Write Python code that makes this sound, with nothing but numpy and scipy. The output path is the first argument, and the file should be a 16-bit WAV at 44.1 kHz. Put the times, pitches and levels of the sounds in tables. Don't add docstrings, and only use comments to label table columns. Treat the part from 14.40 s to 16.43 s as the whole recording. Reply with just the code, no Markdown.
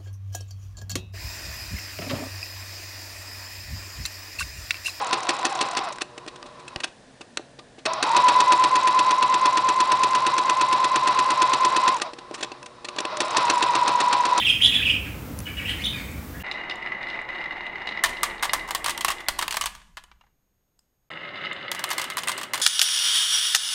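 import sys
import numpy as np
from scipy import signal
from scipy.fft import rfft, irfft
from scipy.io import wavfile
from scipy.ndimage import uniform_filter1d

SR = 44100
rng = np.random.default_rng(int(sys.argv[2]) if len(sys.argv) > 2 else 0)


def dump_mix(stems):
    frames = np.atleast_2d(stems).T
    limited = np.clip(frames, -1, 1)
    pcm = np.round(limited * 32767).astype(np.int16)
    wavfile.write(sys.argv[1], SR, pcm)


N = 89346


def amp(db):
    return 10 ** (np.asarray(db) / 20)


def unit(x):
    return x / np.sqrt(np.mean(x ** 2) + 1e-20)


def read(points, hz):
    f, value = np.transpose(points)
    return np.interp(np.log(hz + 1), np.log(f + 1), value)


def add(mix, s, sound):
    part = mix[round((s + 1) * SR):][:len(sound)]
    part += sound[:len(part)]


def wobble(size, rate_hz):
    hz = np.fft.rfftfreq(SR, 1 / SR)
    smooth = rfft(rng.standard_normal(SR)) / (1 + (hz / rate_hz) ** 4)
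    return unit(irfft(smooth, SR))[:size]


EDGE_S = 0.00055
TREMBLE_LIMIT = 1.61


def syllable(points, tones, jitter, jitter_hz, flutter, breath_db):
    s, hz, db = np.transpose(points)
    t = np.arange(s[0], max(s[-1], s[0] + 2 * EDGE_S), 1 / SR)

    swing = TREMBLE_LIMIT * np.tanh(wobble(len(t), jitter_hz) / TREMBLE_LIMIT)
    glide = uniform_filter1d(np.interp(t, s, hz), size=100)
    phase = 2 * np.pi * np.cumsum(glide * (1 + jitter * swing)) / SR
    tone = sum(amp(level) * np.sin(k * phase) for k, level in tones)

    air = amp(breath_db) * wobble(len(t), rate_hz=9000)
    voice = tone * (1 + flutter * wobble(len(t), jitter_hz)) + air

    to_edge = np.minimum(t - t[0], t[-1] - t)
    gate = np.sin(np.pi / 2 * np.clip(to_edge / EDGE_S, 0, 1)) ** 2
    return t[0], np.sqrt(2) * gate * amp(np.interp(t, s, db)) * voice


# (pitch tremble [share of pitch], overtone boost [dB],
# glide points (time [s], pitch [Hz], level before colour and mix [dB]))
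WHISTLES = [ (0.035, 0, [(-.05, 3047, -12.5), (-.015, 3450, -25.5), (.011, 3645, -22.5)]),
            (0.028, -3, [(.014, 2000, -29), (.02, 2074, -24.5), (.023, 2730, -23), (.028, 2800, -18.5),
            (.032, 2200, -26), (.036, 2830, -21)]), (0.087, -2, [(.045, 3533, -28.5), (.056, 3033, -14.5),
            (.068, 2830, -23)]), (0.028, 2.5, [(.066, 2820, -10.5), (.078, 2630, -16.5), (.089, 2497, -15),
            (.092, 2590, -19)]), (0.031, 2.5, [(.091, 3170, -17), (.095, 3328, -15.5), (.102, 3230, -15.5),
            (.11, 2630, -13)]), (0.0757, 3, [(.203, 1964, -33), (.214, 2650, -21), (.217, 3110, -15.5),
            (.235, 3216, -13), (.249, 3495, -11), (.257, 3408, -15), (.268, 3305, -20)]),
            (0.082, -2, [(.318, 2543, -25), (.332, 2575, -21), (.35, 2570, -22)]),
            (0.0805, -2, [(.341, 3530, -20), (.349, 3273, -16), (.37, 3360, -19.5), (.382, 2920, -29)]),
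            (0.025, -11, [(.384, 1825, -35), (.397, 1680, -34), (.409, 1490, -36)]),
            (0.051, -22, [(.417, 1810, -27.5), (.424, 2590, -23.5), (.438, 2735, -17.5)]),
            (0.0487, -3.5, [(.448, 3555, -23.5), (.459, 2778, -18.5), (.475, 2587, -17.5),
            (.496, 2492, -14.5), (.502, 3230, -16), (.51, 2680, -15), (.522, 2630, -28.5)]),
            (.02, -12, [(1.056, 2980, -35), (1.066, 2986, -36), (1.08, 2844, -42), (1.089, 2285, -31),
            (1.104, 2240, -39)]), (0.02, -15, [(1.168, 2898, -37), (1.18, 2917, -34.5), (1.19, 2900, -33),
            (1.2, 2256, -28.5), (1.217, 2286, -32.5)]), (0.069, 2, [(1.247, 2524, -53), (1.258, 2780, -22),
            (1.267, 2534, -31), (1.274, 2916, -30), (1.296, 2722, -31.5), (1.31, 2957, -32),
            (1.328, 3110, -35)]), (0.058, 13, [(1.382, 1688, -38), (1.405, 2195, -32), (1.416, 2393, -37),
            (1.425, 3100, -28), (1.431, 3180, -48)]), (0.026, 0, [(1.439, 3654, -22), (1.446, 3510, -26),
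            (1.454, 3743, -19.5), (1.459, 3710, -24)]), (0.044, 13.5, [(1.457, 3020, -29),
            (1.462, 3130, -19.5), (1.467, 3220, -39)]), (0.022, -11, [(1.465, 3310, -21),
            (1.47, 3483, -20.5), (1.476, 3740, -20.5)]), (0.036, 9, [(1.531, 2485, -33), (1.558, 2417, -33),
            (1.57, 2360, -40)]), (0.048, 16, [(1.558, 2248, -41), (1.608, 2203, -40), (1.62, 2140, -42)]),
            (0.1025, -12, [(1.64, 2237, -51), (1.725, 2350, -45), (1.79, 2095, -50.5)]),
            (0.11, 3, [(1.935, 1553, -47), (1.96, 1763, -38), (1.98, 1692, -50), (2.005, 1950, -38)]),
            (0.027, -8, [(1.994, 2790, -53), (2.008, 2800, -36), (2.03, 2920, -56)])]
# (time [s], pitch [Hz], level before colour and mix [dB])
RASPS = [
    [(-.01, 2000, -39), (.052, 1977, -64), (.075, 2010, -48)],
    [(.252, 2113, -50), (.263, 1902, -33.5), (.274, 1833, -39.5), (.3, 2040, -35)],
    [(.32, 2084, -48), (.35, 1937, -35.5), (.375, 1810, -41)],
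    [(.65, 1745, -41), (.68, 1570, -47), (.705, 1400, -57)],
    [(1.066, 1665, -41), (1.08, 1667, -41.5), (1.1, 1666, -45.5)],
    [(1.162, 1751, -43), (1.195, 1653, -41), (1.24, 1590, -41)],
    [(1.258, 2047, -49), (1.3, 1876, -32), (1.335, 1908, -41)],
    [(1.525, 1074, -39.5), (1.555, 1128, -50), (1.605, 1579, -42.5)],
]
# (time [s], pitch [Hz], level before colour and mix [dB])
SQUEAK = [(1.57, 8000, -51), (1.675, 8000, -51), (1.685, 8100, -62)]
# (multiple of pitch [ratio], level [dB])
WHISTLE_TONES = [(1, 0.5), (2, -25), (3, -26.5), (4, -38.5)]
# (multiple of pitch [ratio], level [dB])
RASP_TONES = [(1, 0), (1.5, 3), (2, -10), (3, -17), (4, -12), (5, -19), (6, -36)]
# (frequency [Hz], gain [dB])
BEAK = [(400, -4), (800, 0), (1150, -6), (1900, -0.5), (3800, 1), (4250, -1.5), (5100, 1), (5900, -7),
        (7600, -3), (9000, -3.5), (10600, 4), (11200, -2), (11700, -38), (16000, -20)]


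def bird():
    song = np.zeros(N + SR)
    for tremble, boost_db, points in WHISTLES:
        tones = [(k, db + boost_db * (k > 1)) for k, db in WHISTLE_TONES]
        add(song, *syllable(points, tones, jitter=tremble, jitter_hz=448, flutter=0.16, breath_db=-25))
    for points in RASPS:
        note = syllable(points, RASP_TONES, jitter=0.1207, jitter_hz=490, flutter=0.78, breath_db=-13.5)
        add(song, *note)
    add(song, *syllable(SQUEAK, [(1, 0)], jitter=.009, jitter_hz=205, flutter=0.22, breath_db=-9))

    hz = np.fft.rfftfreq(len(song), 1 / SR)
    return irfft(rfft(song) * amp(read(BEAK, hz)), len(song))


# (time [s], starting level [dB], ring [Hz], decay time constant [s],
# strength of the bright ring against the main one [ratio])
TICKS = [(0.26, -32, 5000, 0.025, 0.16), (0.9895, -25.5, 5730, 0.0016, 1.24),
         (1.003, -30, 6450, 0.0013, 0.62), (1.004, -39, 2430, 0.0023, .05),
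         (1.443, -33, 5000, 0.0048, 0.064), (1.716, -44, 6800, 0.0025, .4)]
TICK_TOP_HZ, TICK_WIDTH_HZ = 10500, 860


def ticks():
    out, t = np.zeros(N + SR), np.arange(1024) / SR
    hz = np.fft.rfftfreq(len(t), 1 / SR)
    for s, db, ring_hz, decay, bright in TICKS:
        rings = ((ring_hz, 1), (TICK_TOP_HZ, bright))
        colour = sum(g / (1 + ((hz - f) / TICK_WIDTH_HZ) ** 2) for f, g in rings)
        noise = unit(irfft(rfft(rng.standard_normal(len(t))) * colour))
        add(out, s, amp(db) * np.exp(-t / decay) * noise)
    return out


SCATTER_START_S, SCATTER_DECAY_S = 0.0034, 0.013


def scatter():
    t = np.arange(SR) / SR
    taps = rng.standard_normal(SR) * (t > SCATTER_START_S) * np.exp(-t / SCATTER_DECAY_S)
    return taps / np.linalg.norm(taps)


# (frequency [Hz], time to fall by 60 dB [s])
ROOM_T60 = [(500, 0.6), (2000, 0.69), (2700, 0.51), (3200, 0.45), (3800, 0.46), (6000, 0.57), (11000, 0.62)]


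def tail():
    build_up = np.clip(np.arange(SR) / SR / 0.018 - .5, 0, 1)
    taps = rng.standard_normal(SR) * (rng.random(SR) < .15) * build_up
    hz, t, z = signal.stft(taps, SR, nperseg=256)
    decay = amp(-60 * t / read(ROOM_T60, hz)[:, None])
    ring = signal.istft(z * decay, SR, nperseg=256)[1][:SR]
    return ring / np.linalg.norm(ring)


# (delay [s], gain before the wet level [ratio])
WALLS = [(.0031, 0.26), (.0062, 0.33), (0.0103, 0.28)]
TAIL_DB, SCATTER_DB = -1, -3
ROOM_WIDTH = 0.061


def room(x, wet_db):
    mid, side = (amp(TAIL_DB) * tail() + amp(SCATTER_DB) * scatter() for _ in range(2))
    for delay, gain in WALLS:
        mid[round(delay * SR)] += gain
    response = amp(wet_db) * np.array([mid + ROOM_WIDTH * side, mid - ROOM_WIDTH * side])
    response[:, 0] += 1
    return signal.fftconvolve(x[None], response, axes=1)[:, SR:SR + N]


# (frequency [Hz], relative spectral level [dB])
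HISS = [(20, -40), (35, -9.5), (60, 4), (78, 2), (100, 1.5), (140, -5.5), (280, -5.5), (370, -16),
        (500, -14.5), (650, -20), (1300, -20.5), (2500, -27.5), (4500, -32), (10500, -33.5), (12000, -34),
        (13500, -27.5), (16000, -28)]
# (time [s], gain [dB])
RUMBLE_SWELL = [(0, 0.5), (.2, -2), (.32, 1.5), (.7, 1.5), (0.899, 3), (1.1, -0.5), (1.32, 2), (1.7, 0.5),
                (1.998, 0.5)]
RUMBLE_LOW_HZ, RUMBLE_TOP_HZ = 45, 1170
FLOOR_DB = -36


def background():
    hz = np.fft.rfftfreq(N, 1 / SR)
    low_cut = hz ** 2 / np.hypot(hz ** 2, RUMBLE_LOW_HZ ** 2)
    mid, side = rfft(rng.standard_normal((2, N))) * amp(read(HISS, hz)) * low_cut
    side = side * amp(read([(60, -55), (300, -17.5), (9000, -40), (11500, -50)], hz))
    noise = amp(FLOOR_DB) * unit(irfft(np.array([mid + side, mid - side]), N))

    rumble = irfft(rfft(noise) / (1 + (hz / RUMBLE_TOP_HZ) ** 4), N)
    hiss = noise - rumble
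    swell = amp(np.interp(np.arange(N) / SR, *np.transpose(RUMBLE_SWELL)))
    return hiss + rumble * swell


# (time [s], left minus right [dB])
BIRD_PAN = [(.8, -2.9), (1.05, -.1), (2, -.6)]


def scene():
    pan_db = np.interp(np.arange(N) / SR, *np.transpose(BIRD_PAN))
    song = room(bird(), wet_db=1.0) * amp(np.array([pan_db, -pan_db]) / 2)
    return amp(-5.5) * song + room(ticks(), wet_db=-17) + background()


def record(dry):
    low_pass = signal.firwin(511, 15850, window=("kaiser", 9), fs=SR)
    return signal.oaconvolve(dry, low_pass[None], "same")


dry = scene()
out = record(dry)
dump_mix(out)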